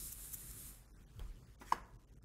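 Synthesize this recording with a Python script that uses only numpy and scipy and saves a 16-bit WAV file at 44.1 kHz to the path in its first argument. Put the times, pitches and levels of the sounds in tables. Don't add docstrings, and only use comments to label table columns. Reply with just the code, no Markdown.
import sys
import numpy as np
from scipy import signal
from scipy.fft import rfft, irfft, next_fast_len
from scipy.io import wavfile
from scipy.ndimage import uniform_filter1d, map_coordinates

SR = 44100
rng = np.random.default_rng(int(sys.argv[2]) if len(sys.argv) > 2 else 0)


def generate_wav(signal):
    frames = np.transpose(np.atleast_2d(signal))
    scaled = np.clip(frames, -1, 1) * 32767
    pcm = np.round(scaled).astype(np.int16)
    wavfile.write(sys.argv[1], SR, pcm)


def gain_from_db(level_db):
    decades = np.asarray(level_db, float) / 20
    return 10 ** decades


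N = 98960
T = np.arange(N) / SR


def unit(x):
    return x / np.sqrt(np.mean(x ** 2) + 1e-20)


def coloured(x, response):
    size = next_fast_len(N + 8192)
    freq_hz, gain_db = np.transpose(response)
    log_hz = np.log(np.fft.rfftfreq(size, 1 / SR) + 1)
    gain = gain_from_db(np.interp(log_hz, np.log(freq_hz + 1), gain_db))
    return irfft(rfft(x, size) * gain, size)[..., :N]


def white():
    return rng.standard_normal(N)


def bell(middle_s, half_width_s):
    return np.exp(-.5 * ((T - middle_s) / half_width_s) ** 2)


def wobble(rate_hz):
    knots = rng.standard_normal(int(N * rate_hz / SR) + 4)
    return map_coordinates(knots, [T * rate_hz])


def patchy(x, patchy_db):
    z = signal.stft(x, nperseg=512)[2]
    field = uniform_filter1d(rng.standard_normal(z.shape), size=6, axis=0)
    field = uniform_filter1d(field, size=8, axis=1)
    return signal.istft(z * gain_from_db(patchy_db * unit(field)), nperseg=512)[1][:N]


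# freq_hz, level_db
SIDE = [(60, -26.5), (240, -23), (950, -19), (3770, -15.5), (15000, -15)]


def wide(make):
    mid = make()
    side = coloured(make(), SIDE)
    return np.array([mid + side, mid - side])


def wide_noise(make, response):
    return unit(wide(lambda: coloured(make(), response)))


def ring(start_s, level_db, pitch_hz, t60_s, rise_s=.0004):
    t = np.maximum(T - start_s, 0)
    return gain_from_db(level_db - 60 * t / t60_s) * (1 - np.exp(-t / rise_s)) * np.sin(2 * np.pi * pitch_hz * t)


def felt_grains():
    grains_per_s, grain_db, grain_share = 5000, 3.5, 0.54
    draw = rng.random((2, N))
    size = gain_from_db(-grain_db * np.log(draw[1] + 1e-4))
    slips = (draw[0] < grains_per_s / SR) * size * rng.choice([-1, 1], N)
    return patchy(grain_share * unit(slips) + white(), patchy_db=1.5)


# time_s, effort_db
RUB = [
    (0, -48),
    (.075, -49),
    (.16, -56),
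    (.24, -50.5),
    (.31, -55),
    (.53, -53.5),
    (.595, -54),
    (0.689, -53),
    (0.869, -81.5),
]
# middle_s, half_width_s, level_db
SCUFFS = [
    (0.126, 0.0055, -44),
    (.341, 0.0079, -42),
]
# freq_hz, density_db
FELT = [(2350, -23), (4000, -11.5), (4750, -15.5), (5390, -10), (5880, -12.5), (6830, -4), (9640, 0.5),
        (13600, -2), (15800, -14)]
# freq_hz, density_db
SCUFF = [(4500, -24), (5600, -7.5), (7000, -1.5), (9500, -3), (13500, 0.5), (15800, -4)]
# freq_hz, density_db
SQUEAK = [(4200, -30), (5000, -3), (5400, 0), (5900, -6), (6500, -30)]
# freq_hz, density_db
BOARD = [(290, -29.5), (500, -13.5), (578, -8.5), (742, -11), (1190, -0.5), (2350, -4), (6000, -9),
         (7800, -34), (13200, -120)]


def rubbing():
    time_s, stroke_db = np.transpose(RUB)
    effort_db = np.interp(T, time_s, stroke_db, right=-120) + 0.83 * wobble(30.3)
    scuffs = np.zeros(N)
    for middle_s, half_width_s, level_db in SCUFFS:
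        effort_db = effort_db - 0.5 * bell(middle_s - 0.021, 0.013)
        scuffs = scuffs + gain_from_db(level_db) * bell(middle_s, half_width_s)

    fizz = wide_noise(felt_grains, FELT) * gain_from_db(effort_db)
    fizz = fizz + wide_noise(felt_grains, SCUFF) * scuffs
    squeak_db, squeak_end_s, squeak_fade_s = -64.5, 0.14, 0.078
    squeak_fall = np.clip((squeak_end_s - T) / squeak_fade_s, 0, 1)
    squeak = wide_noise(felt_grains, SQUEAK) * gain_from_db(squeak_db) * squeak_fall

    board_db, board_follows, scuff_board_db = -69, 0.39, -22.5
    drive = gain_from_db(board_db + board_follows * (effort_db + 52.5)) * (T < time_s[-1])
    board = wide_noise(felt_grains, BOARD) * np.hypot(drive, gain_from_db(scuff_board_db) * scuffs)
    return fizz + squeak + board


HISS_FALL_DB, HISS_FALL_S = -4.5, 1.85
# freq_hz, density_db
RUMBLE = [(12, -54), (20, -15), (32, -2.5), (53, 0), (81, -13.5), (118, -6), (180, -15.5), (437, -25),
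          (500, -29), (650, -45), (1100, -120)]
# time_s, level_db
RUMBLE_SWELL = [(0.0, -59.5), (0.3, -59), (0.64, -57), (0.79, -61.5), (1.02, -59), (1.3, -58.5),
                (1.54, -62.5), (2.24, -62)]
# freq_hz, density_db
HISS = [(240, -23), (400, -27.5), (512, -3), (597, -4), (1500, -6.5), (2110, -10), (12000, -17),
        (15800, -18)]
# freq_hz, gain_db
BUZZ = [(2000, -14), (4000, -7.5), (6500, -0.5), (12000, -11.5), (15800, -15)]


def noise_floor():
    rumble_db, hiss_db = 0.5, -73
    swell = gain_from_db(rumble_db + np.interp(T, *np.transpose(RUMBLE_SWELL)))
    rumble = swell * wide_noise(lambda: patchy(white(), 2.37), RUMBLE)
    fall = gain_from_db(HISS_FALL_DB * (T > HISS_FALL_S) + 0.5 * wobble(8.13))
    hiss = fall * gain_from_db(hiss_db) * wide_noise(lambda: patchy(white(), 2.27), HISS)

    buzz_start_s, mains_hz, buzz_db = .009, 100.05, -82.5
    spikes = np.zeros(N)
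    at = (np.arange(buzz_start_s, T[-1], 1 / mains_hz) * SR).astype(int)
    spikes[at] = gain_from_db(2.5 * rng.standard_normal(len(at)))
    buzz = gain_from_db(buzz_db) * unit(coloured(spikes, [(500, -70.5), *BUZZ]))
    return rumble + hiss + buzz


def mains_hum():
    hum_hz, hum_db = 50, -62
    return gain_from_db(hum_db + 2.5 * wobble(19)) * np.sin(2 * np.pi * (hum_hz * T + 0.16 * wobble(11)))


# middle_s, half_width_s, level_db
SLIDES = [
    (1.248, 0.061, -71.5),
    (1.618, 0.011, -63),
    (1.68, 0.029, -67.5),
    (1.72, 0.029, -60),
]
# freq_hz, density_db
SLIDE = [(500, -15.5), (1200, 0.5), (2500, -5.5), (4000, -11), (7500, -7.5), (12000, -9.5), (15800, -14)]


def slides():
    swell = sum(gain_from_db(level_db) * bell(middle_s, half_width_s) for middle_s, half_width_s, level_db in SLIDES)
    return swell * wide_noise(lambda: patchy(white(), patchy_db=4.5), SLIDE)


# start_s, level_db, pitch_hz, t60_s
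SWINGS = [
    (1.158, -48.5, 107, 0.21),
    (1.183, -42, 68.7, 0.2),
    (1.213, -36.5, 42.7, 0.23),
    (1.244, -42, 63, 0.11),
    (1.281, -42, 35.6, 0.27),
]


def thump():
    return -sum(ring(*swing, rise_s=0.003) for swing in SWINGS)


# start_s, level_db, rise_s, t60_s
THUDS = [
    (1.194, -43.5, 0.0016, 0.0094),
    (1.197, -55.5, 0.0029, .16),
    (1.612, -49.5, 0.0026, 0.096),
    (1.7224, -33, 0.0027, .05),
    (1.727, -48.5, 0.0035, 0.32),
]
# freq_hz, density_db
WOOD = [(80, -8), (250, 4.5), (600, -0.5), (1100, 2.5), (2200, -7), (3500, -19), (8000, -23.5),
        (15800, -35.5)]


def thuds():
    total = np.zeros(N)
    for start_s, level_db, rise_s, t60_s in THUDS:
        t = np.maximum(T - start_s, 0)
        shape = gain_from_db(level_db - 60 * t / t60_s) * (1 - np.exp(-(t / rise_s) ** 2))
        total = total + shape * unit(coloured(white(), WOOD))
    return total


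def snap():
    start_s, level_db, t60_s = 1.1942, -49.5, 0.009
    return (T > start_s) * gain_from_db(level_db - 60 * np.abs(T - start_s) / t60_s) * white()


# start_s, level_db, pitch_hz, t60_s
TICKS = [
    (1.1945, -44, 3250, .01),
    (1.1945, -48.5, 400, .03),
    (1.612, -47.5, 257, 0.034),
    (1.6155, -49, 1050, .04),
    (1.6155, -54, 850, .03),
    (1.621, -54, 1950, .06),
    (1.7222, -33.5, 2090, .01),
    (1.722, -42.5, 190, .06),
]


def ticks():
    return sum(ring(*tick) for tick in TICKS)


def knock():
    middle_s, level_db, pitch_hz, half_width_s = 1.7248, -17.5, 983, 0.0014
    return gain_from_db(level_db) * bell(middle_s, half_width_s) * np.sin(2 * np.pi * (pitch_hz * (T - middle_s) + 0.46))


# pitch_hz, level_db, t60_s
LEDGE = [(419, -17, 0.061), (1670, -5, .03), (1950, -7.5, .03), (2950, -11.5, 0.027), (4603, -15, 0.034),
         (5250, -10.5, 0.032), (6400, -11, .025), (7680, -15, 0.031), (9300, -26.5, 0.052)]


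def rattle():
    start_s, rattle_db, rough_hz = 1.7225, -30, 120
    total = ring(1.727, -42.5, 12900, 0.011)
    for pitch_hz, level_db, t60_s in LEDGE:
        mode = ring(start_s, rattle_db + level_db, pitch_hz, t60_s, rise_s=0.0013)
        total = total + mode * (1 + 0.17 * wobble(rough_hz))
    return total


# delay_s, level_db
ECHOES = [(.0085, -20), (.013, -28.5), (0.0254, -25.5), (.038, -25), (.06, -30.5)]


def walls(x):
    def late(delay_s):
        return np.pad(x, (int(delay_s * SR), 0))[:N]
    echo = sum(gain_from_db(level_db) * late(delay_s) for delay_s, level_db in ECHOES)
    hit_side_db = -28
    return x + echo + gain_from_db(hit_side_db) * np.outer([1, -1], late(.0002) + echo)


# freq_hz, t60_s
ROOM = [(200, 0.76), (1000, 0.67), (3000, 0.23), (10000, .12), (16000, .08)]


def room(x):
    room_db, delay_s = -14, .006
    hz, t, z = signal.stft(wide(white)[:, :SR // 2], SR, nperseg=256)
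    t60_s = np.interp(hz, *np.transpose(ROOM))[:, None]
    tail = signal.istft(z * gain_from_db(-60 * t / t60_s), SR, nperseg=256)[1]
    late = np.pad(x, (int(delay_s * SR), 0))[None]
    return gain_from_db(room_db) * signal.fftconvolve(late, tail / np.linalg.norm(tail[0]), axes=1)[:, :N]


def scene():
    knock_feed_db = -18
    contacts, pulse = ticks() + thuds() + rattle(), knock()
    hits = walls(contacts + pulse + snap())
    tail = room(contacts + gain_from_db(knock_feed_db) * pulse)
    return rubbing() + noise_floor() + mains_hum() + slides() + thump() + hits + tail


# freq_hz, level_db
BAR = [(700, -7), (2000, -3), (3200, -1), (6000, -4), (10000, -2), (15500, 0)]
# middle_s, rise_db
SHORT = [(.872, 3), (.93, 3), (.96, 4), (.985, 5), (1.05, 2), (1.3, 3), (1.46, 4), (1.52, 2), (1.57, 5),
         (1.81, 5), (1.835, 5), (1.86, 4), (1.98, 12), (2.065, 11), (2.11, 6), (2.15, 10), (2.195, 11),
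         (2.21, 10)]


def dropouts(x):
    lost_db, waver_db, waver_hz, ragged_db, short_s = -22, 1.1, 18, 1.3, .008
    hz, t, z = signal.stft(x, SR, nperseg=1024, noverlap=512)
    band = np.arange(len(hz)) // 16
    power = np.add.reduceat(np.abs(z.sum(0)) ** 2, np.arange(0, len(hz), 16))
    power = uniform_filter1d(power, size=2, axis=1)
    level_db = 10 * np.log10(power + 1e-20)[band]

    bar_db = np.percentile(level_db, 25, axis=1) + np.interp(hz, *np.transpose(BAR), left=-99)
    rise_db = waver_db * wobble(waver_hz)[np.minimum(t * SR, N - 1).astype(int)]
    rise_db = rise_db + HISS_FALL_DB * (t > HISS_FALL_S)
    for middle_s, short_db in SHORT:
        rise_db = rise_db + short_db * np.exp(-.5 * ((t - middle_s) / short_s) ** 2)
    ragged = uniform_filter1d(rng.standard_normal(power.shape), size=3, axis=1)
    lost = level_db < bar_db[:, None] + rise_db + ragged_db * unit(ragged)[band]
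    return signal.istft(z * gain_from_db(lost_db * lost), SR, nperseg=1024, noverlap=512)[1][:, :N]


def top_cut(x):
    return signal.sosfilt(signal.butter(12, 16180, fs=SR, output="sos"), x)


# freq_hz, gain_db
TOP = [(15700, 0), (15900, -60), (16200, -120)]


def record(dry):
    left_db = -0.14
    balance = gain_from_db([[left_db / 2], [-left_db / 2]])
    mix = coloured(dropouts(dry), TOP) * balance
    return top_cut(mix)


dry = scene()
out = record(dry)
generate_wav(out)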